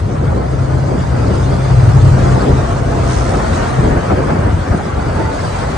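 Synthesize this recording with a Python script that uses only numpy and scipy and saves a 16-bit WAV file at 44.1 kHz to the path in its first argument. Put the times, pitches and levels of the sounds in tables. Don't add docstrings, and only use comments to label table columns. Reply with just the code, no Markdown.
import sys
import numpy as np
from scipy import signal
from scipy.io import wavfile
from scipy.ndimage import uniform_filter1d

SR = 44100
rng = np.random.default_rng(int(sys.argv[2]) if len(sys.argv) > 2 else 0)


def unload_wav(signal):
    wavfile.write(
        sys.argv[1],
        SR,
        np.round(np.clip(np.atleast_2d(signal).T, -1, 1) * 32767).astype(np.int16),
    )


N = 254456


def gain_of(db):
    return 10 ** (np.asarray(db) / 20)


def evened(x):
    return x / np.sqrt(np.mean(np.abs(x) ** 2) + 1e-20)


def read_spectrum(points, hz):
    f, *values = np.transpose(points)
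    return [np.interp(np.log(hz + 1), np.log(f + 1), v)[:, None] for v in values]


def columns(rows):
    s, *values = np.transpose(rows)
    t = np.arange(N) / SR
    edge_s = 0.033
    fade = np.clip(np.minimum(t - s[0], s[-1] - t) / edge_s, 0, 1)
    return fade, *(np.interp(t, s, v) for v in values)


def wander(per_s):
    step = 64
    z = rng.standard_normal(N // step + 2)
    z = signal.sosfiltfilt(signal.butter(2, per_s, fs=SR / step, output="sos"), z)
    return np.interp(np.arange(N) / step, np.arange(len(z)), evened(z))


def tone(hz, level_db, waver, throb_db, per_s):
    turns = np.cumsum(hz * (1 + waver * wander(per_s))) / SR
    strength = np.sqrt(2) * gain_of(level_db + throb_db * wander(per_s))
    return strength * np.sin(2 * np.pi * (turns + rng.random()))


# frequency in Hz, likeness from 0 to 1,
# phase lead of the right port in rad, left over right in dB.
PORT_PAIR = [(40, .9, -.12, 2.1), (130, .93, -.1, 2), (260, .88, -.05, 1.2), (420, .35, -.4, 1),
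             (580, .12, 2.7, .3), (880, .75, 2, -1.3), (1200, .77, 1.3, .3), (1650, .3, -.5, 3),
             (1900, .48, -1, 2.9), (2600, .15, .8, .8), (4100, .48, .2, -.2), (5200, .17, .6, -2.5),
             (6800, .42, .3, -4.5), (7400, .25, 1.4, -2.5), (8100, .85, 1.1, -.4), (8500, .99, .1, 0),
             (9600, .99, .1, 0)]
STRAY_DB, STRAY_S, STRAY_TOP_HZ = 3, .08, 330


def rush(spectrum, level_db, size, patch_db, patch_hz, patch_s, flutter_db, flutter_per_s):
    hop, hz = size // 4, np.fft.rfftfreq(size, 1 / SR)
    a, b, c, d, patches = rng.standard_normal((N // hop + 5, len(hz), 5)).T
    patches = uniform_filter1d(patches, max(round(patch_hz / hz[1]), 1), 0)
    patches = evened(uniform_filter1d(patches, max(round(patch_s * SR / hop), 1), 1))

    same, lead, lean_db = read_spectrum(PORT_PAIR, hz)
    same = np.clip(same, 0, 1)
    left = a + 1j * b
    burst_frames = max(round(STRAY_S * SR / hop), 1)
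    bursts = evened(uniform_filter1d(rng.standard_normal(a.shape[1]), burst_frames))
    burst_db = STRAY_DB * bursts / (1 + (hz[:, None] / STRAY_TOP_HZ) ** 4)
    stray = gain_of(burst_db) * (c + 1j * d)
    right = same * np.exp(1j * lead) * left + np.sqrt(1 - same ** 2) * stray

    z = np.array([left * gain_of(lean_db / 2), right * gain_of(-lean_db / 2)])
    z *= gain_of(read_spectrum(spectrum, hz)[0] + patch_db * patches)
    x = signal.istft(z, nperseg=size, noverlap=size - hop)[1][:, :N]
    x = x * gain_of(flutter_db * wander(flutter_per_s))
    mid_rms = np.sqrt(np.mean(x.mean(0) ** 2))
    return gain_of(level_db) * x / mid_rms


# time in seconds, rumble level in dB,
# thudding level in dB, buffeting level in dB.
WIND_LEVELS = [(0, -25.5, -17, -23.5), (.45, -23, -20.5, -22.5), (.8, -27, -18.5, -21),
               (1.1, -28.5, -15.5, -27.5), (1.6, -21.5, -23.5, -21), (1.75, -24.5, -16.5, -24),
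               (2.15, -12.5, -13, -22), (2.7, -21, -21, -21), (3.2, -22, -25, -20),
               (3.45, -21, -26.5, -21.5), (3.7, -19.5, -28.5, -22.5), (4.03, -24.5, -20.5, -22),
               (4.6, -27, -26, -23.5), (4.85, -26.5, -21.5, -23.5), (5.1, -21, -19, -21),
               (5.42, -26, -23, -24.5), (5.77, -24, -17.5, -25)]
# frequency in Hz, density in dB per Hz.
RUMBLE_SPECTRUM = [(20, -50), (32, -15), (45, 9), (60, 10.5), (75, 4.5), (90, 9), (130, -59)]
THUD_SPECTRUM = [(55, -56), (75, -7), (95, -1), (115, -6.5), (130, -10.5), (150, -6), (180, -15.5),
                 (220, -60), (400, -90)]
BUFFET_SPECTRUM = [(110, -9), (180, 0.5), (447, -4), (562, -7.5), (687, -10.5), (900, -19), (1170, -55.5),
                   (1980, -120)]


def wind():
    bass_lift, buffet_lift = gusts()
    _, rumble_db, thud_db, buffet_db = columns(WIND_LEVELS)
    rumble = rush(RUMBLE_SPECTRUM, rumble_db + bass_lift, size=4096, patch_db=0.2, patch_hz=30,
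                  patch_s=.1, flutter_db=-2.0, flutter_per_s=39)
    thud = rush(THUD_SPECTRUM, thud_db + bass_lift, size=4096, patch_db=1.5, patch_hz=30,
                patch_s=.1, flutter_db=-1.5, flutter_per_s=9.9)
    buffet = rush(BUFFET_SPECTRUM, buffet_db + buffet_lift, size=1024, patch_db=0.5, patch_hz=149,
                  patch_s=0.07, flutter_db=1.97, flutter_per_s=22)
    return rumble + thud + buffet + slaps()


# start in seconds, length in seconds,
# lift of the bass in dB, lift of the buffeting in dB (below zero it dips).
GUST_LIFTS = [(0.19, 0.17, 2.5, 3.5), (0.893, 0.11, -2, 8), (1.116, 0.26, 1, 8.5), (1.376, 0.22, 4, 1.5),
              (2.175, 0.22, -1, 5), (2.418, 0.13, -2, 6), (3.012, 0.063, 8, 0), (3.265, 0.16, 2, 2),
              (3.53, 0.1, 4.5, 2.5), (3.813, 0.18, 5.5, 5.5), (4.09, 0.14, 5, 6.5), (4.265, 0.24, 6, 5.5),
              (4.518, 0.1, 9, -2.5), (4.67, 0.092, 6.5, 5.5), (5.165, 0.13, 2.5, 2.5)]
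GUST_EDGE_S = 0.05


def gusts():
    t, lift_db = np.arange(N) / SR, np.zeros((2, N))
    for start, length, *peak_db in GUST_LIFTS:
        inside_s = np.minimum(t - start, start + length - t)
        shape = np.clip(inside_s / GUST_EDGE_S + .5, 0, 1)
        lift_db += np.outer(peak_db, shape)
    return lift_db


# centre in seconds, envelope peak in dB before a small
# lean to the left, pitch at the centre in Hz.
EDDY_SLAPS = [(2.184, -8, 610), (2.53, -3, 70), (3.171, -4.5, 59), (3.798, -1.5, 122), (3.846, -9, 74.6),
              (3.919, -2.5, 85), (3.971, -1, 95.5), (4.289, -8.5, 83), (4.46, -8, 86), (4.539, -4.5, 87),
              (4.713, -2, 83), (4.749, -6, 195)]
SLAP_CYCLES, SLAP_SAG = 0.72, 0.46


def slaps():
    t, out = np.arange(N) / SR, np.zeros(N)
    for (s, db, hz), phase in zip(EDDY_SLAPS, rng.random((len(EDDY_SLAPS), 1))):
        cycles = np.clip((t - s) * hz, -9, 9)
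        sagging = cycles - SLAP_SAG * cycles ** 2 / (2 * SLAP_CYCLES)
        swing = np.cos(2 * np.pi * (sagging + phase))
        bell = np.exp(-(cycles / SLAP_CYCLES) ** 2)
        out += gain_of(db) * bell * swing
    return out * gain_of([[1.1], [-1.1]])


# time in seconds, level in dB.
ROAD_LEVELS = [(0, -34.5), (.21, -27.5), (.55, -28.5), (.95, -28), (1.53, -25), (1.9, -24.5), (2.31, -23),
               (2.85, -25.5), (3.3, -23.5), (3.57, -21.5), (3.95, -24), (4.42, -23), (4.56, -29.5),
               (4.74, -25.5), (4.9, -27), (5.24, -25.5), (5.38, -26), (5.77, -26)]
# time in seconds, treble change in dB.
ROAR_TREBLE = [(0, 0), (1.5, -2), (2.5, 0), (3.8, 2), (5, 2.5), (5.77, 2.7)]
# frequency in Hz, density in dB per Hz.
ROAR_SPECTRUM = [(290, -14), (500, -0.5), (690, 0.5), (761, -0.5), (989, -3.5), (1400, -7.5), (2000, -16),
                 (2700, -27), (3000, -30), (3900, -41), (6600, -120)]
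HISS_SPECTRUM = [(1350, -2), (2300, 1), (2720, -1), (4000, -2.5), (4690, -2), (5310, -4.5), (6580, -5),
                 (7440, -7), (8520, -7), (9350, -12), (9700, -16), (10000, -120)]
GUST_ROAR_SHARE = 0.17


def road():
    roar_db = columns(ROAD_LEVELS)[1] + GUST_ROAR_SHARE * gusts()[1]
    roar = rush(ROAR_SPECTRUM, roar_db, size=2048, patch_db=2.5, patch_hz=70,
                patch_s=.05, flutter_db=1.1, flutter_per_s=22)
    low = signal.sosfiltfilt(signal.butter(2, 1150, fs=SR, output="sos"), roar)
    treble = roar - low
    roar = low + gain_of(columns(ROAR_TREBLE)[1]) * treble
    hiss = rush(HISS_SPECTRUM, passes(), size=1024, patch_db=3.5, patch_hz=149.9,
                patch_s=.04, flutter_db=0.7, flutter_per_s=15)
    return roar + hiss


# closest moment in seconds, added hiss at that moment in dB,
# half-power time before it in seconds, half-power time after it in seconds.
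PASSING_OBJECTS = [(1.6, -38, 0.49, 0.98), (2.331, -36, 0.25, 0.3), (3.12, -35.5, 0.066, 0.41),
                   (3.55, -35.5, 0.11, 0.21), (5.499, -35.5, 0.17, 0.96)]
HISS_DB, HISS_GROWS_DB_PER_S = -44, .5


def passes():
    t = np.arange(N) / SR
    power = gain_of(HISS_DB + HISS_GROWS_DB_PER_S * t) ** 2
    for s, db, approach, departure in PASSING_OBJECTS:
        distance = (t - s) / np.where(t < s, approach, departure)
        power = power + gain_of(db) ** 2 / (1 + distance ** 2)
    return 10 * np.log10(power)


# time in seconds, firing tone in dB.
FIRING_LEVELS = [(0, -23), (.2, -19), (.38, -26), (.55, -20), (.8, -15), (1, -22), (1.18, -18), (1.28, -27),
                 (1.4, -16), (1.62, -18), (1.72, -9.5), (1.92, -10), (2.13, -7.5), (2.24, -15),
                 (2.33, -8.5), (2.43, -25), (2.54, -13), (2.68, -23), (2.9, -19), (3.2, -19), (3.4, -28),
                 (3.72, -26), (3.79, -13), (3.84, -27), (4, -30)]
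# time in seconds, firing rate of the bank in Hz,
# its tone in dB, uneven-firing tone at one and a half times that rate in dB.
CYLINDER_BANK = [(0, 68.6, -29, -23), (.3, 66.8, -26, -28), (.7, 65.9, -26, -29), (1.3, 65.3, -23, -27),
                 (2.1, 64.7, -25, -28), (2.6, 64.1, -25, -30), (2.85, 63.9, -28, -20),
                 (3.1, 63.7, -26, -20), (3.35, 63.2, -22, -26), (4, 62.5, -33, -33)]
# time in seconds, pitch in Hz, level in dB.
PASS_BOOM = [(1.68, 116, -21), (1.8, 109, -14), (1.92, 106, -12.5), (2.02, 98, -14), (2.16, 92, -24)]


def exhaust():
    fade, hz, bank_db, uneven_db = columns(CYLINDER_BANK)
    firing = tone(2 * hz, columns(FIRING_LEVELS)[1], waver=.014, throb_db=2.2, per_s=16)
    bank = tone(hz, bank_db, waver=.04, throb_db=4, per_s=10)
    uneven = tone(1.5 * hz, uneven_db, waver=.03, throb_db=4, per_s=10)
    near, boom_hz, boom_db = columns(PASS_BOOM)
    boom = near * tone(boom_hz, boom_db, waver=0.02, throb_db=2.5, per_s=14)
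    drone = firing + bank + uneven + boom
    left, right = drone, np.roll(drone, shift=14)
    return fade * np.array([left, right]) * gain_of([[1.3], [-1.5]])


# time in seconds, pitch in Hz, level in dB.
PASSING_WHINES = [
    [(.35, 4850, -57), (.8, 4835, -53), (1.5, 4845, -51), (1.72, 4825, -48), (1.85, 4800, -55),
     (2.7, 4780, -58)],
    [(3.25, 4420, -54), (3.5, 4400, -53), (3.75, 4390, -56)],
    [(4.98, 4595, -55), (5.12, 4590, -50), (5.25, 4575, -49), (5.33, 4550, -56), (5.77, 4520, -56)],
    [(2.66, 684, -35), (2.85, 676, -34), (3.03, 674, -30), (3.17, 686, -34)],
    [(3.62, 735, -34), (3.7, 712, -32), (3.78, 725, -34)],
    [(5.15, 905, -28), (5.25, 888, -28), (5.34, 880, -30)],
    [(5.49, 1020, -37), (5.55, 995, -34), (5.6, 990, -38)],
]
WHINE_WANDER = [38, 20, 9, 4, 12, 16, 12]
# time in seconds, pitch in Hz, level in dB.
REVVING_ENGINE = [(1.4, 168, -32), (1.8, 172, -30), (2.2, 182, -22), (2.4, 197, -25), (2.55, 213, -25),
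                  (2.7, 222, -36)]


def whines():
    passing = np.zeros(N)
    for rows, waver_hz in zip(PASSING_WHINES, WHINE_WANDER):
        fade, hz, level_db = columns(rows)
        passing += fade * tone(hz, level_db, waver=waver_hz / hz, throb_db=3, per_s=30)
    fade, hz, level_db = columns(REVVING_ENGINE)
    revving = fade * tone(hz, level_db, waver=.004, throb_db=1.5, per_s=6)
    return passing * gain_of([[-4], [4]]) + revving


# time in seconds, puffs per second, level in dB.
VALVE_CHATTER = [(3.03, 73, -46), (3.12, 95, -35), (3.22, 90.2, -39), (3.4, 46, -43.5)]
# frequency in Hz, density in dB per Hz.
CHATTER_SPECTRUM = [(2000, -26), (2900, 2), (4300, -5), (5900, 5.5), (7500, -2), (9300, -1), (9700, -11),
                    (10000, -120)]
PUFF_SHARPNESS, CHATTER_LEAN_DB = 0.63, 2


def chatter():
    fade, per_s, level_db = columns(VALVE_CHATTER)
    puffs = np.exp(PUFF_SHARPNESS * np.cos(2 * np.pi * np.cumsum(per_s) / SR))
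    hiss = rush(CHATTER_SPECTRUM, level_db, size=512, patch_db=0.5, patch_hz=600,
                patch_s=.012, flutter_db=0.0, flutter_per_s=50)
    return fade * evened(puffs) * hiss * gain_of([[-CHATTER_LEAN_DB], [CHATTER_LEAN_DB]])


# frequency in Hz, density in dB per Hz.
ANTIPHASE_SPECTRUM = [(9000, -40), (9300, -8), (9700, 0), (10500, 3), (11000, -1), (11300, -10),
                      (11600, -22), (11800, -60)]
ANTIPHASE_DB = -15.5


def antiphase_noise():
    x = rush(ANTIPHASE_SPECTRUM, passes() + ANTIPHASE_DB, size=1024, patch_db=1, patch_hz=400,
             patch_s=.05, flutter_db=1, flutter_per_s=15)[0]
    return np.array([x, -x])


def scene():
    return wind() + road() + exhaust() + whines() + chatter() + antiphase_noise()


KNEE = .98
EDGE_HZ = 11827


def record(dry):
    thinned = signal.sosfilt(signal.butter(2, 36, "highpass", fs=SR, output="sos"), dry)
    over = np.maximum(np.abs(thinned) - KNEE, 0)
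    room = 1 - KNEE
    bent = thinned - np.sign(thinned) * (over - room * np.tanh(over / room))
    band_limit = signal.firwin(511, EDGE_HZ, window=("kaiser", 9), fs=SR)
    return signal.oaconvolve(bent, band_limit[None], "same")


dry = scene()
out = record(dry)
unload_wav(out)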